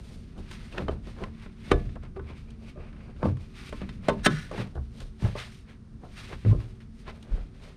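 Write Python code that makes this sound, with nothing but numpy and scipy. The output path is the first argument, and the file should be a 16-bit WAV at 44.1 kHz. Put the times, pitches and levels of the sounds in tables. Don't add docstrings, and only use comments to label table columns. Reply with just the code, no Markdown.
import sys
import numpy as np
from scipy import signal
from scipy.fft import rfft, irfft, next_fast_len
from scipy.io import wavfile

SR = 44100
rng = np.random.default_rng(int(sys.argv[2]) if len(sys.argv) > 2 else 0)


def transcribe(u):
    v = np.clip(np.atleast_2d(u).T, -1, 1)
    q = np.round(v * 32767).astype(np.int16)
    wavfile.write(sys.argv[1], SR, q)


N = 342247


def from_db(db):
    return 10 ** (np.asarray(db) / 20)


def rms_one(x):
    return x / np.sqrt(np.mean(x ** 2) + 1e-20)


def level_curve(rows):
    time_s, level_db = np.transpose(rows)
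    return np.interp(np.arange(N) / SR, time_s, level_db)


def drift(rate_hz):
    r = np.exp(-2 * np.pi * rate_hz * 40 / SR)
    noise = rng.standard_normal(N // 40 + 2002)
    slow = signal.lfilter([1], [1, -2 * r, r * r], noise)[2000:]
    return np.interp(np.arange(N) / 40, np.arange(len(slow)), rms_one(slow))


def resonance(x, hz, width_hz):
    r = np.exp(-np.pi * width_hz / SR)
    poles = [1, -2 * r * np.cos(2 * np.pi * hz / SR), r * r]
    return signal.lfilter([(1 - r * r) / 2, 0, (r * r - 1) / 2], poles, x)


def coloured(x, spectrum):
    size = next_fast_len(len(x))
    hz = np.arange(size // 2 + 1) * SR / size + 1
    points = np.array(spectrum)
    shape_db = np.interp(np.log(hz), np.log(points[:, 0]), points[:, 1], left=-90)
    return irfft(rfft(x, size) * from_db(shape_db), size)[:len(x)]


def banded(x, patchy_db, tilt_db=0):
    out, edges = 0, 18 * 2. ** np.arange(11)
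    for low, high in zip(edges, edges[1:]):
        band = signal.sosfilt(signal.butter(2, [low, high], "band", fs=SR, output="sos"), x)
        octaves = np.clip(np.log2(np.sqrt(low * high) / 2500), -2, 1.4)
        gain = from_db(patchy_db * drift(14) + tilt_db * octaves)
        out = -out + band * gain
    return out / np.sqrt(np.mean(x ** 2))


# time_s [s], level_db [dB]
RUMBLE_LEVEL = [(0.0, -38.5), (0.69, -37.5), (0.97, -35), (1.58, -42), (1.75, -30), (1.88, -30),
                (2.03, -41), (2.2, -38.5), (2.61, -39), (3.54, -40), (3.93, -35), (4.23, -34), (4.36, -37),
                (5.23, -43), (6.2, -40), (6.59, -42.5), (6.81, -42.5), (7.41, -39), (7.76, -44)]
# frequency_hz [Hz], relative_density_db [dB per Hz]
RUMBLE_SPECTRUM = [(12, -33), (20, 8), (53, 3), (161, -4.5), (211, -4.5), (236, -7), (325, -18),
                   (369, -24.5), (406, -21.5), (549, -31), (698, -33), (900, -52), (1170, -62),
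                   (1980, -120)]
# frequency_hz [Hz], relative_density_db [dB per Hz]
HISS_SPECTRUM = [(350, -32.5), (600, -5), (940, -2.5), (1320, -0.5), (2540, -11), (5290, -13), (7640, -20),
                 (8870, -15.5), (11300, -26), (13500, -36), (15500, -53.5)]
HISS_DB = -63.5
# pitch_hz [Hz], width_hz [Hz], level_db [dB rms]
HUM_TONES = [(223.1, 2, -50), (376, 1.1, -59.5), (454, 1.8, -68)]


def background():
    rumble = banded(coloured(rng.standard_normal(N), RUMBLE_SPECTRUM), patchy_db=0.4)
    out = from_db(level_curve(RUMBLE_LEVEL)) * rumble
    out += from_db(HISS_DB) * rms_one(coloured(rng.standard_normal(N), HISS_SPECTRUM))
    for hz, width_hz, level_db in HUM_TONES:
        out += from_db(level_db) * rms_one(resonance(rng.standard_normal(N), hz, width_hz))
    return out


# loudest_s [s], peak_db [dB], rise_s [s],
# fall_s [s], brightness [dB per octave], rattle_db [dB]
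SCUFF_STROKES = [(0.122, -57, 0.46, 0.37, 3.5, -54.5), (0.395, -61, 0.098, 0.074, 11, -40.5),
                 (0.517, -47, 0.036, 0.11, 1.5, -47), (0.63, -52, 0.64, 0.63, -1, -60),
                 (0.788, -42.5, 0.11, 0.11, -2.5, -31), (0.92, -57, 0.16, 0.13, -2, -38.5),
                 (1.08, -50, 0.1, 0.27, -1.5, -46), (1.229, -49.5, 0.13, 0.13, -1, -34.5),
                 (1.42, -54, 0.21, 0.25, -3.5, -82), (1.703, -43.5, 0.18, 0.33, -1, -51),
                 (1.963, -65, 0.013, 0.074, -16, -40), (2.034, -52.5, 0.022, 0.092, -7.5, -55),
                 (2.166, -53, 0.015, 0.035, -6, -36), (2.307, -52, 0.14, 0.13, -4, -46),
                 (2.37, -57, 0.044, 0.16, 0, -66), (2.49, -62.5, 0.092, 0.16, -1.5, -59),
                 (2.63, -59.5, 0.061, 0.083, 2, -49), (2.69, -53.5, 0.14, 0.064, 0.5, -52),
                 (2.809, -55.5, 0.088, 0.24, -5, -46), (3.1, -60, 0.41, 0.1, -2.5, -49),
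                 (3.271, -50.5, 0.16, 0.093, 0.5, -31.5), (3.42, -56.5, 0.13, 0.13, 1, -51.5),
                 (3.57, -49, 0.083, 0.52, -1, -62), (3.68, -49, 0.35, 0.56, 0, -76),
                 (3.82, -52.5, 0.059, 0.12, -14, -48), (3.897, -59, 0.027, 0.068, -6, -53),
                 (4.071, -43.5, 0.1, 0.38, -3.5, -42), (4.31, -49.5, 0.034, 0.68, 3, -53),
                 (4.53, -52, 0.028, 0.36, -3, -36), (4.617, -38.5, 0.18, 0.068, -4, -37.5),
                 (4.761, -62, 0.031, 0.12, 5, -38), (5.022, -50.5, 0.16, 0.13, 2.5, -45),
                 (5.258, -41, 0.094, 0.14, -1.5, -33), (5.388, -33.5, 0.055, 0.16, -2.5, -53.5),
                 (5.549, -55, 0.69, 0.17, 3, -79.5), (5.701, -51.5, 0.073, 0.098, -4, -55),
                 (6.059, -60.5, 0.097, 0.17, 2.5, -45), (6.141, -55.5, 0.12, 0.12, 1, -64),
                 (6.19, -41.5, 0.058, 0.15, -1, -57), (6.24, -46.5, 0.13, 0.34, -0.5, -64),
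                 (6.329, -47, 0.079, 0.068, -6, -35.5), (6.505, -48.5, 0.1, 0.061, -1.5, -41.5),
                 (6.54, -63, 0.057, 0.093, 11, -45), (6.64, -55.5, 0.36, 0.25, 0.5, -49.5),
                 (6.809, -56.5, 0.0092, 0.11, -2, -63), (7.022, -57.5, 0.17, 0.097, 3.5, -72),
                 (7.099, -42.5, 0.079, 0.047, -6, -43.5), (7.16, -55.5, 0.31, 0.065, -0.5, -47.5),
                 (7.25, -63.5, 0.15, 0.033, 5, -51), (7.356, -54, 0.27, 0.22, -2, -44),
                 (7.55, -61.5, 0.049, 0.093, -1, -51), (7.655, -51, 0.13, 0.2, -1, -47)]
STROKE_DROP_DB, STROKE_ROUNDNESS = 20, 1.42
RUB_SHARE, RATTLE_SHARE = 0.73, 0.54


def strokes(order, share):
    rows, t = np.array(SCUFF_STROKES), np.arange(0, N + 32, 32) / SR
    late = t - rows[:, :1]
    side_s = np.where(late < 0, rows[:, 2:3], rows[:, 3:4])
    away = np.abs(late) / (share * np.maximum(side_s, .003))
    level_db = rows[:, order, None] - STROKE_DROP_DB * away ** STROKE_ROUNDNESS
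    return from_db(2 * np.maximum(level_db, -150))


# frequency_hz [Hz], relative_density_db [dB per Hz]
SCUFF_SPECTRUM = [(180, -23.5), (300, -13.5), (337, -24), (366, -14.5), (424, -14.5), (461, -15.5),
                  (641, -7.5), (696, -8), (2000, -0.5), (3810, -3), (7750, -15.5), (8840, -13),
                  (13100, -22.5), (15500, -43)]
# pitch_hz [Hz], width_hz [Hz], relative_level_db [dB]
CAVITY_PEAKS = [(1200, 190, -2), (2370, 500, -3.5), (4680, 320, -12)]
# time_s [s], cavity_level_db [dB]
CAVITY_REACH = [(0, -18.5), (1.5, -9), (1.65, -13.5), (2.2, 2), (3.0, 9), (3.6, -3), (4.0, -2.5),
                (4.3, -26.5), (7.76, -12)]
# frequency_hz [Hz], relative_density_db [dB per Hz]
RATTLE_SPECTRUM = [(200, -23), (350, 7.5), (600, 3.5), (1000, -6), (1600, -8), (2500, -43.5), (5000, -75.5)]


def scuffs():
    rub, shake = strokes(order=1, share=RUB_SHARE), strokes(order=5, share=RATTLE_SHARE)
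    brightness = np.array(SCUFF_STROKES)[:, 4] @ rub / rub.sum(0)
    slow = np.sqrt(rub.sum(0)), brightness, np.sqrt(shake.sum(0))
    level, tilt_db, rattle = (np.interp(np.arange(N) / 32, np.arange(len(c)), c) for c in slow)

    slips = rng.standard_normal(N) * from_db(3.58 * np.minimum(rng.exponential(1, N), 4))
    grain = coloured(slips * from_db(2.08 * drift(12)), SCUFF_SPECTRUM)
    cavity = sum(from_db(db) * resonance(grain, hz, width_hz) for hz, width_hz, db in CAVITY_PEAKS)
    grain += from_db(level_curve(CAVITY_REACH)) * cavity
    hiss = level * banded(grain, patchy_db=.7, tilt_db=tilt_db)

    taps = rng.standard_normal(N) * (rng.random(N) < 2500 / SR) * from_db(2.5 * drift(30))
    return hiss + rattle * rms_one(coloured(taps, RATTLE_SPECTRUM))


CONTACT_MS = 2.1


def contact(span_s):
    u = span_s * 1000 / CONTACT_MS
    return u * np.exp(1 - u)


def start(knock):
    return round((knock[0] - CONTACT_MS / 1000) * SR)


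# time_s [s], ring_share [share of the table's ring time]
HAND_GRIP = [(0, 1), (0.75, 0.83), (0.9, 0.72), (1.24, 0.49), (1.7, 0.85), (2.2, 1.06), (3.0, 1.1),
             (3.23, 0.74), (3.26, 0.7), (3.75, .8), (4.09, 0.93), (4.25, 0.8), (4.6, 0.83), (5.23, 0.97),
             (5.36, 1.15), (6.04, 0.69), (6.33, .7), (6.5, 1.2), (7.1, 0.53), (7.76, .9)]


def ring_share(knock):
    return np.clip(np.interp(knock[0], *np.transpose(HAND_GRIP)), .2, 2)


# force_peak_s [s], latch_db [dB], panel_db [dB], boom_db [dB], snap_db [dB],
# latch_sharpness [dB per octave], panel_sharpness [dB per octave]; levels relative within each layer
KNOCK_EVENTS = [(0.38, -76.5, -39.5, -32, -53.5, 0, -10.5), (0.514, -40, -60, -63, -40, -5, 5),
                (0.726, -55, -61, -49, -61, 15.5, -14), (0.765, -53, -47, -46, -62, -2, -5),
                (0.779, -37, -56, -50, -52, 2, -3), (0.782, -36, -35, -35.5, -47, 3, -10.5),
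                (0.798, -66, -31, -28, -59, -15, -6), (0.822, -63, -30, -29, -65, -8, -5),
                (0.884, -34, -32, -21.5, -50, -3, 19), (0.895, -49, -30.5, -25.5, -54, -5, 4),
                (1.073, -65, -42.5, -36.5, -79.5, 14, 6), (1.166, -51, -56, -50, -70, -6, -2),
                (1.186, -48, -50, -50.5, -70, -11, 0), (1.216, -61, -41, -31, -63, -3, -21.5),
                (1.238, -35, -60, -30.5, -47, 5.5, -11), (1.462, -45.5, -39.5, -41, -78, 0, -7),
                (1.706, -48, -39, -48, -55, 0, 0), (1.713, -38, -38, -35.5, -48, 14.5, 2),
                (1.717, -21.5, -16, -12.5, -27.5, 3.5, 11), (1.893, -54, -56, -40, -60, 9, -2),
                (1.957, -47.5, -45, -28.5, -57, -7, -2), (2.035, -66, -43, -32, -55, -4, -6),
                (2.167, -58, -40.5, -40, -81, -8, -1), (2.195, -47.5, -38.5, -27.5, -80, -17, -6),
                (2.303, -49.5, -41, -31, -64, -21, -4), (2.506, -62, -70, -55, -49.5, 2, -2),
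                (2.776, -58, -40, -32, -77, -10, 2), (2.93, -50.5, -50.5, -44.5, -69, 0, -15),
                (2.965, -53, -63, -48, -78, 2, 2), (3.007, -52, -61, -45, -75, -1, -2),
                (3.164, -54, -57, -36, -68, 5, -3), (3.23, -31, -19, -15, -61, -22, -4.5),
                (3.256, -41.5, -19.5, -28.5, -60, -30.5, -1.5), (3.371, -52, -49, -38, -53, -9, -13),
                (3.694, -60, -56.5, -37, -43, 11, 8.5), (3.727, -35, -30, -43, -47, -8, -1.5),
                (3.817, -44, -32, -34.5, -52, 7, -12.5), (3.892, -41, -42.5, -35.5, -50, 9.5, -20),
                (4.086, -22.5, -18.5, -27.5, -28.5, 2, 9.5), (4.094, -33, -41.5, -45.5, -42.5, 9.5, 0),
                (4.098, -28.5, -21.5, -38, -43.5, -25, -1), (4.246, -35.5, -49.5, -52, -43, 2, 1),
                (4.259, -21.5, -36, -46, -27.5, -1.5, -0.5), (4.262, -12.5, -27.5, -40.5, -21, 6, 6),
                (4.266, -15.5, -16, -38.5, -20.5, 3, -3), (4.515, -41, -33, -38, -45, -12, 9),
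                (4.58, -35.5, -30.5, -36, -43, -13, -12), (4.754, -59, -47, -22.5, -54.5, -4, 0.5),
                (5.004, -44.5, -58, -30, -40, -5, -20), (5.223, -44.5, -37.5, -21, -46, -11, -24),
                (5.249, -42, -41, -43, -60, -3, 9), (5.354, -49, -42.5, -30.5, -67, -33, 17),
                (6.036, -54, -53.5, -52.5, -73, -13, 16), (6.33, -40, -37.5, -29, -74, -1, -5),
                (6.45, -42, -29.5, -30.5, -68, 2, -22), (6.461, -60.5, -34, -36, -72, -12, -1),
                (6.512, -50, -34.5, -33.5, -72, -12, -3), (6.53, -60, -31, -32, -74, -7, -4.5),
                (6.549, -67, -37, -24.5, -74, -7, -2), (6.604, -45, -56, -37.5, -60, -11, 0.5),
                (6.805, -54, -65.5, -34.5, -64, 8, 4), (7.079, -44, -52.5, -33, -79, 8, 24.5),
                (7.228, -55.5, -61, -49, -45.5, -17, -4)]
# knock_s [s], around_hz [Hz], extra_db [dB]
FAVOURED_MODES = [(1.165, 1700, 8), (1.185, 1120, 10), (0.884, 3500, 1), (5.25, 1314, 10), (5.25, 1700, 12),
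                  (5.354, 590, 6.5), (4.093, 3150, 5.5), (4.086, 450, 5.5), (1.718, 400, 1.5),
                  (1.718, 674, 2.5), (3.255, 516, 2), (0.726, 2570, 19.5), (0.778, 2600, 3),
                  (0.797, 660, 8), (0.797, 850, 8), (0.884, 3020, 13), (1.718, 3050, 2), (1.718, 573, -1),
                  (1.718, 1150, 5), (1.718, 200, -4), (3.23, 200, -3), (3.23, 1130, 8), (3.23, 1040, -4),
                  (3.23, 780, -6), (1.718, 1500, 4.5), (1.718, 5300, -12), (1.718, 292, 3.5),
                  (3.23, 425, -2), (3.255, 200, -3), (3.255, 624, 1), (3.255, 910, 12), (3.255, 1090, 3),
                  (4.098, 610, 6), (4.086, 776, -7.5), (4.258, 927, -8), (4.263, 924, -14.5),
                  (4.263, 770, -11.5), (4.266, 768, -11), (4.266, 926, -11), (4.266, 384, 8.5),
                  (4.266, 596, 9), (4.266, 228.6, 5.5), (4.263, 3093, 6), (6.514, 1020, 14),
                  (0.782, 2530, 19), (0.884, 1200, -1), (0.895, 600, 6), (0.895, 457, 4),
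                  (1.238, 1060, 14.5), (1.238, 2450, 3), (1.958, 1200, 6.5), (1.718, 1660, 8.5),
                  (1.718, 475, 1), (1.718, 750, 5), (1.718, 2230, 17), (2.035, 1201, 8), (2.035, 2265, 6),
                  (2.196, 1560, 22), (3.23, 594, -6), (3.23, 915, 5), (3.255, 295, 6.5), (3.255, 750, 15),
                  (3.255, 477, 10.5), (3.727, 370, -21), (3.818, 1900, -7), (3.818, 240, 1.5),
                  (3.892, 480, -15), (4.086, 910, 5.5), (4.086, 1130, 8.5), (4.086, 643, 7),
                  (4.086, 1700, -12), (4.086, 3100, 7), (4.247, 1520, 16.5), (4.258, 1504, 15.5),
                  (4.263, 1314, 7.5), (4.263, 1472, 13), (4.263, 1052, -11), (4.098, 970, 16),
                  (4.098, 1316, -6), (4.266, 295, 1.5), (4.266, 1997, 8.5), (4.266, 3104, -2.5),
                  (4.266, 639, -6.5), (4.266, 458, 9.5), (4.086, 382, -1.5), (4.086, 585, 4.5),
                  (6.035, 745, 24), (6.331, 980, 10), (6.45, 193, -11.5), (6.462, 193, -9),
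                  (6.462, 515, 12), (6.514, 193, -7), (6.45, 503, 2), (6.53, 610, 9.5), (4.755, 650, 2),
                  (5.354, 640, 4), (7.078, 1050, 23)]
FAVOUR_OCTAVES = 0.1


def blows(order, modes, slope=None, centre_hz=1):
    rows, pitches = np.array(KNOCK_EVENTS), np.log2(np.array(modes)[:, 0])
    sharpness = rows[:, slope, None] if slope else 0
    levels = rows[:, order, None] + sharpness * (pitches - np.log2(centre_hz))
    for s, hz, extra_db in FAVOURED_MODES:
        nearest = np.argmin(np.abs(rows[:, 0] - s))
        reach = np.exp(-((pitches - np.log2(hz)) / FAVOUR_OCTAVES) ** 2)
        levels[nearest] += extra_db * reach
    return levels


DETUNE = .004


def struck(modes, blow_db, spread_db, rough, band_hz):
    out, span = np.zeros(N + 2 * SR), np.arange(1024) / SR
    chatter = rng.standard_normal((len(KNOCK_EVENTS), len(span)))
    luck = rng.standard_normal((len(KNOCK_EVENTS), len(modes), 2))
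    force = contact(span)
    pushes = rough * chatter * force / np.sqrt(np.sum(force ** 2))
    pushes[:, round(CONTACT_MS * SR / 1000)] -= 1
    for m, (hz, level_db, t60_s) in enumerate(modes):
        felt = np.maximum(np.abs(pushes @ np.exp(2j * np.pi * hz * span)), .5)
        for e, knock in enumerate(KNOCK_EVENTS):
            ring_s = min(t60_s * ring_share(knock), 1)
            r = from_db(-60 / (ring_s * SR))
            w = 2 * np.pi * hz * (1 + DETUNE * luck[e, m, 1]) / SR
            gain = from_db(blow_db[e, m] + level_db + spread_db * luck[e, m, 0])
            push = np.pad(pushes[e], (0, round(ring_s * SR))) / felt[e] * gain
            ring = signal.lfilter([0, np.sin(w)], [1, -2 * r * np.cos(w), r * r], push)
            out[start(knock):][:len(push)] += ring
    return signal.sosfilt(signal.butter(2, band_hz, "band", fs=SR, output="sos"), out[:N])


# pitch_hz [Hz], relative_level_db [dB], free_t60_s [s]
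LATCH_MODES = [(910, -6.5, 0.14), (1050, 2.5, 0.13), (1140, -7.5, 0.21), (1317, -0.5, 0.14),
               (1499, 0, 0.097), (1671, -7.5, 0.16), (1710, -16, 0.4), (2027, -5, 0.075), (2110, -19, 0.06),
               (2270, -16.5, 0.08), (2510, -7.5, 0.076), (2710, 1, 0.036), (3080, -7.5, 0.072),
               (3440, -15.5, 0.043), (3580, -9.5, 0.11), (3760, -16.5, 0.058), (4030, -16.5, 0.08),
               (4280, -20.5, .08), (4335, -23, .08), (5160, -23, 0.079), (5700, -33.5, .1),
               (6360, -33.5, .1), (8080, -34.5, 0.072), (8500, -41.5, .07)]


def latch_ring():
    on_latch = blows(1, LATCH_MODES, slope=5, centre_hz=1500)
    return from_db(-7.5) * struck(LATCH_MODES, on_latch, spread_db=2.0, rough=1.2, band_hz=[600, 10000])


# pitch_hz [Hz], relative_level_db [dB], free_t60_s [s]
PANEL_MODES = [(191.8, 4, 0.33), (239.7, 3, 0.23), (297.5, 2.5, 0.29), (363, 7.5, 0.12), (399, 4.5, 0.18),
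               (437, -3.5, 0.12), (466, 2, 0.035), (487.5, 1, 0.11), (522.3, -4.5, 0.13), (587, 3, 0.09),
               (603, -16, 0.32), (632, -14, .18), (700, -20.5, 0.38), (733, -17, 0.15), (820, -18.5, 0.079)]


def panel_ring():
    on_panel = blows(2, PANEL_MODES, slope=6, centre_hz=350)
    return from_db(-7.5) * struck(PANEL_MODES, on_panel, spread_db=1.2, rough=0.23, band_hz=[130, 1100])


# pitch_hz [Hz], relative_level_db [dB], free_t60_s [s]
FLEX_MODES = [(35.7, -1, 0.58), (73.2, -2, 0.4), (123.17, -8.5, 0.58)]


def hood_flex():
    on_hood = blows(3, FLEX_MODES)
    return from_db(1.5) * struck(FLEX_MODES, on_hood, spread_db=1.4, rough=0.63, band_hz=[24, 250])


def bursts(blow_db, spectrum, t60_s, tail_db):
    envelope, span = np.zeros(N + SR // 4), np.arange(SR // 4) / SR
    force = contact(span)
    for knock, db in zip(KNOCK_EVENTS, blow_db):
        fall_db = -60 * span / (t60_s * ring_share(knock))
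        tail = np.maximum.accumulate(force) * from_db(tail_db + fall_db)
        envelope[start(knock):][:len(span)] += from_db(db) * (force + tail)
    return envelope[:N] * rms_one(coloured(rng.standard_normal(N), spectrum))


# frequency_hz [Hz], relative_density_db [dB per Hz]
SNAP_SPECTRUM = [(1760, -29), (3000, -1), (5450, -14.5), (7080, -13), (10100, -15.5), (11000, -27),
                 (14200, -29), (15500, -55.5)]
# frequency_hz [Hz], relative_density_db [dB per Hz]
CLINK_SPECTRUM = [(1300, 0.5), (1900, 0.5), (2600, -11), (3500, -15), (4500, -44), (7000, -72)]
# frequency_hz [Hz], relative_density_db [dB per Hz]
CLANK_SPECTRUM = [(250, -28.5), (400, 14), (600, 7), (720, -7), (860, -18.5), (1200, 2.5), (1700, -29),
                  (3000, -78.5)]
CRACK_T60_S, CLANK_T60_S = 0.074, 0.1


def cracks():
    _, latch_db, panel_db, _, snap_db, latch_sharp, panel_sharp = np.transpose(KNOCK_EVENTS)
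    clink_db = latch_db + 0.31 * latch_sharp
    clank_db = panel_db + 0.62 * panel_sharp
    snap = bursts(snap_db, SNAP_SPECTRUM, CRACK_T60_S, tail_db=-14.5)
    clink = bursts(clink_db, CLINK_SPECTRUM, CRACK_T60_S, tail_db=-9.5)
    clank = bursts(clank_db, CLANK_SPECTRUM, CLANK_T60_S, tail_db=9.5)
    return from_db(-1.5) * snap + from_db(-0.5) * clink + from_db(-11.5) * clank


# start_s [s], peak_db [dB], pitch_hz [Hz], push_s [s], t60_s [s]
THUD_EVENTS = [(0.4, -44, 40.2, 0.022, 0.14), (1.735, -14.5, 36.4, 0.015, 0.37),
               (3.24, -21, 198.4, 0.011, 0.16), (3.27, -15.5, 90.1, 0.021, 0.36),
               (3.31, -23, 126.8, 0.035, .2), (4.094, -27, 134, .02, .2), (4.165, -29, 202, .012, .12),
               (4.27, -26, 124, .02, .2), (4.305, -17.5, 155, 0.041, 0.11),
               (4.58, -22.5, 116.7, 0.03, 0.33), (4.767, -25.5, 67.24, 0.06, 0.4),
               (5.021, -30.5, 31.97, 0.089, 0.14), (5.224, -19, 116.7, 0.068, 0.18),
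               (5.24, -13, 102.6, 0.012, 0.24), (6.448, -6, 107.4, 0.08, 0.05),
               (6.493, -13, 60, 0.015, 0.092), (6.54, -15, 40, 0.023, 0.15), (6.553, -23.5, 110, .015, .3),
               (7.309, -11.5, 32.86, 0.028, 0.34), (7.399, -31.5, 35.5, 0.029, 0.27)]


def thuds():
    out, span = np.zeros(N + SR), np.arange(SR) / SR
    wobble = drift(36)
    for s, peak_db, hz, push_s, t60_s in THUD_EVENTS:
        at = round(s * SR)
        swell = np.sin(np.pi / 2 * np.clip(span / max(push_s, .002), 0, 1)) ** .5
        fall = from_db(-60 * np.maximum(span - push_s, 0) / t60_s)
        bend = .5 * np.resize(wobble[at:], SR)
        out[at:at + SR] -= from_db(peak_db) * swell * fall * np.sin(2 * np.pi * hz * span + bend)
    return out[:N]


# start_s [s], length_s [s], pitch_hz [Hz], level_db [dB],
# second_partial_db [dB], third_partial_db [dB], partials relative to the first
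SQUEAK_EVENTS = [(1.635, 0.061, 2150, -54, -22, -30), (2.162, 0.044, 394, -27.5, -23, -20.5),
                 (2.756, 0.04, 603.5, -41, -16, -29)]
SQUEAK_EDGE_S, SQUEAK_WAVER = 0.0054, 0.015


def squeaks():
    out, waver, flutter = np.zeros(N), drift(27), from_db(1.6 * drift(60))
    for s, length_s, hz, level_db, *partials_db in SQUEAK_EVENTS:
        at = slice(round(s * SR), round((s + length_s) * SR))
        t = np.arange(N)[at] / SR - s
        phase = 2 * np.pi * np.cumsum(hz * (1 + SQUEAK_WAVER * waver[at])) / SR
        tone = sum(from_db(db) * np.sin((k + 1) * phase) for k, db in enumerate([0, *partials_db]))
        fade = np.clip(np.minimum(t, length_s - t) / SQUEAK_EDGE_S, 0, 1)
        out[at] += from_db(level_db) * fade * flutter[at] * tone
    return out


# pitch_hz [Hz], width_hz [Hz], relative_level_db [dB]
GRIT_PEAKS = [(1305, 60, 1), (1495, 140, 6), (1704, 200, 5.5), (1990, 87, 1.5), (2280, 130, -2.5),
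              (2740, 130, -3.5), (3240, 200, -6), (3947, 300, -5), (4410, 250, -12.5), (5670, 500, -10.5),
              (6500, 400, -15.5), (8520, 1800, -19.5), (12500, 2500, -35)]
# start_s [s], level_db [dB],
# attack_s [s], hold_s from the start [s], fall [dB per s], brightness [dB per octave]
GRIT_SWELLS = [(4.23, -32.5, 0.013, .012, 411, 4), (4.244, -21, 0.0092, 0.017, 1498, 6.5),
               (4.274, -37.5, .02, 0.09, 150, -1), (4.328, -47.5, 0.043, 0.094, 146, 0)]


def gritty_swells():
    grains_db = 2.0 * np.minimum(rng.exponential(1, N), 4)
    grit = rng.standard_normal(N) * from_db(grains_db + 1.5 * drift(60))
    sung = []
    for hz, width_hz, level_db in GRIT_PEAKS:
        broad = resonance(grit, hz, 2 * width_hz)
        sung.append(from_db(level_db) * resonance(broad, hz, width_hz))
    sung = np.array(sung)
    octaves, out = np.log2(np.array(GRIT_PEAKS)[:, 0] / 1500), 0
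    for s, level_db, attack_s, hold_s, fall, bright in GRIT_SWELLS:
        t = np.arange(N) / SR - s
        gate = np.clip(t / attack_s, 0, 1) * from_db(level_db - fall * np.maximum(t - hold_s, 0))
        out = out + gate * rms_one(from_db(bright * octaves) @ sung)
    return out


HALL_T60_S, HALL_CUT_HZ, HALL_DB = 0.25, 420, -27.5


def hall(x):
    t = np.arange(round(1.5 * SR)) / SR
    onset = np.clip((t - .012) / .03, 0, 1)
    tail = rng.standard_normal(len(t)) * from_db(-60 * t / HALL_T60_S) * onset
    tail = signal.lfilter(*signal.butter(1, HALL_CUT_HZ, fs=SR), tail)
    return signal.fftconvolve(x, tail / np.sqrt(np.sum(tail ** 2)))[:N]


def scene():
    near = latch_ring() + panel_ring() + hood_flex() + cracks() + thuds() + squeaks()
    return (near + from_db(HALL_DB) * hall(near) + scuffs() + gritty_swells() + background())[None]


# frequency_hz [Hz], gain_db [dB]
MICROPHONE_RESPONSE = [(10, -6), (6000, -6), (7900, -8.5), (8800, -5.5), (11000, -12.5), (13000, -8),
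                       (16000, -22.5)]
CUTOFF_HZ = 15900


def record(dry):
    heard = coloured(dry[0], MICROPHONE_RESPONSE)
    heard = signal.sosfilt(signal.butter(2, 25, "high", fs=SR, output="sos"), heard)
    rounded = heard / (1 + (heard / .95) ** 4) ** .25
    return signal.sosfilt(signal.cheby2(20, 60, CUTOFF_HZ, fs=SR, output="sos"), rounded)[None]


dry = scene()
out = record(dry)
transcribe(out)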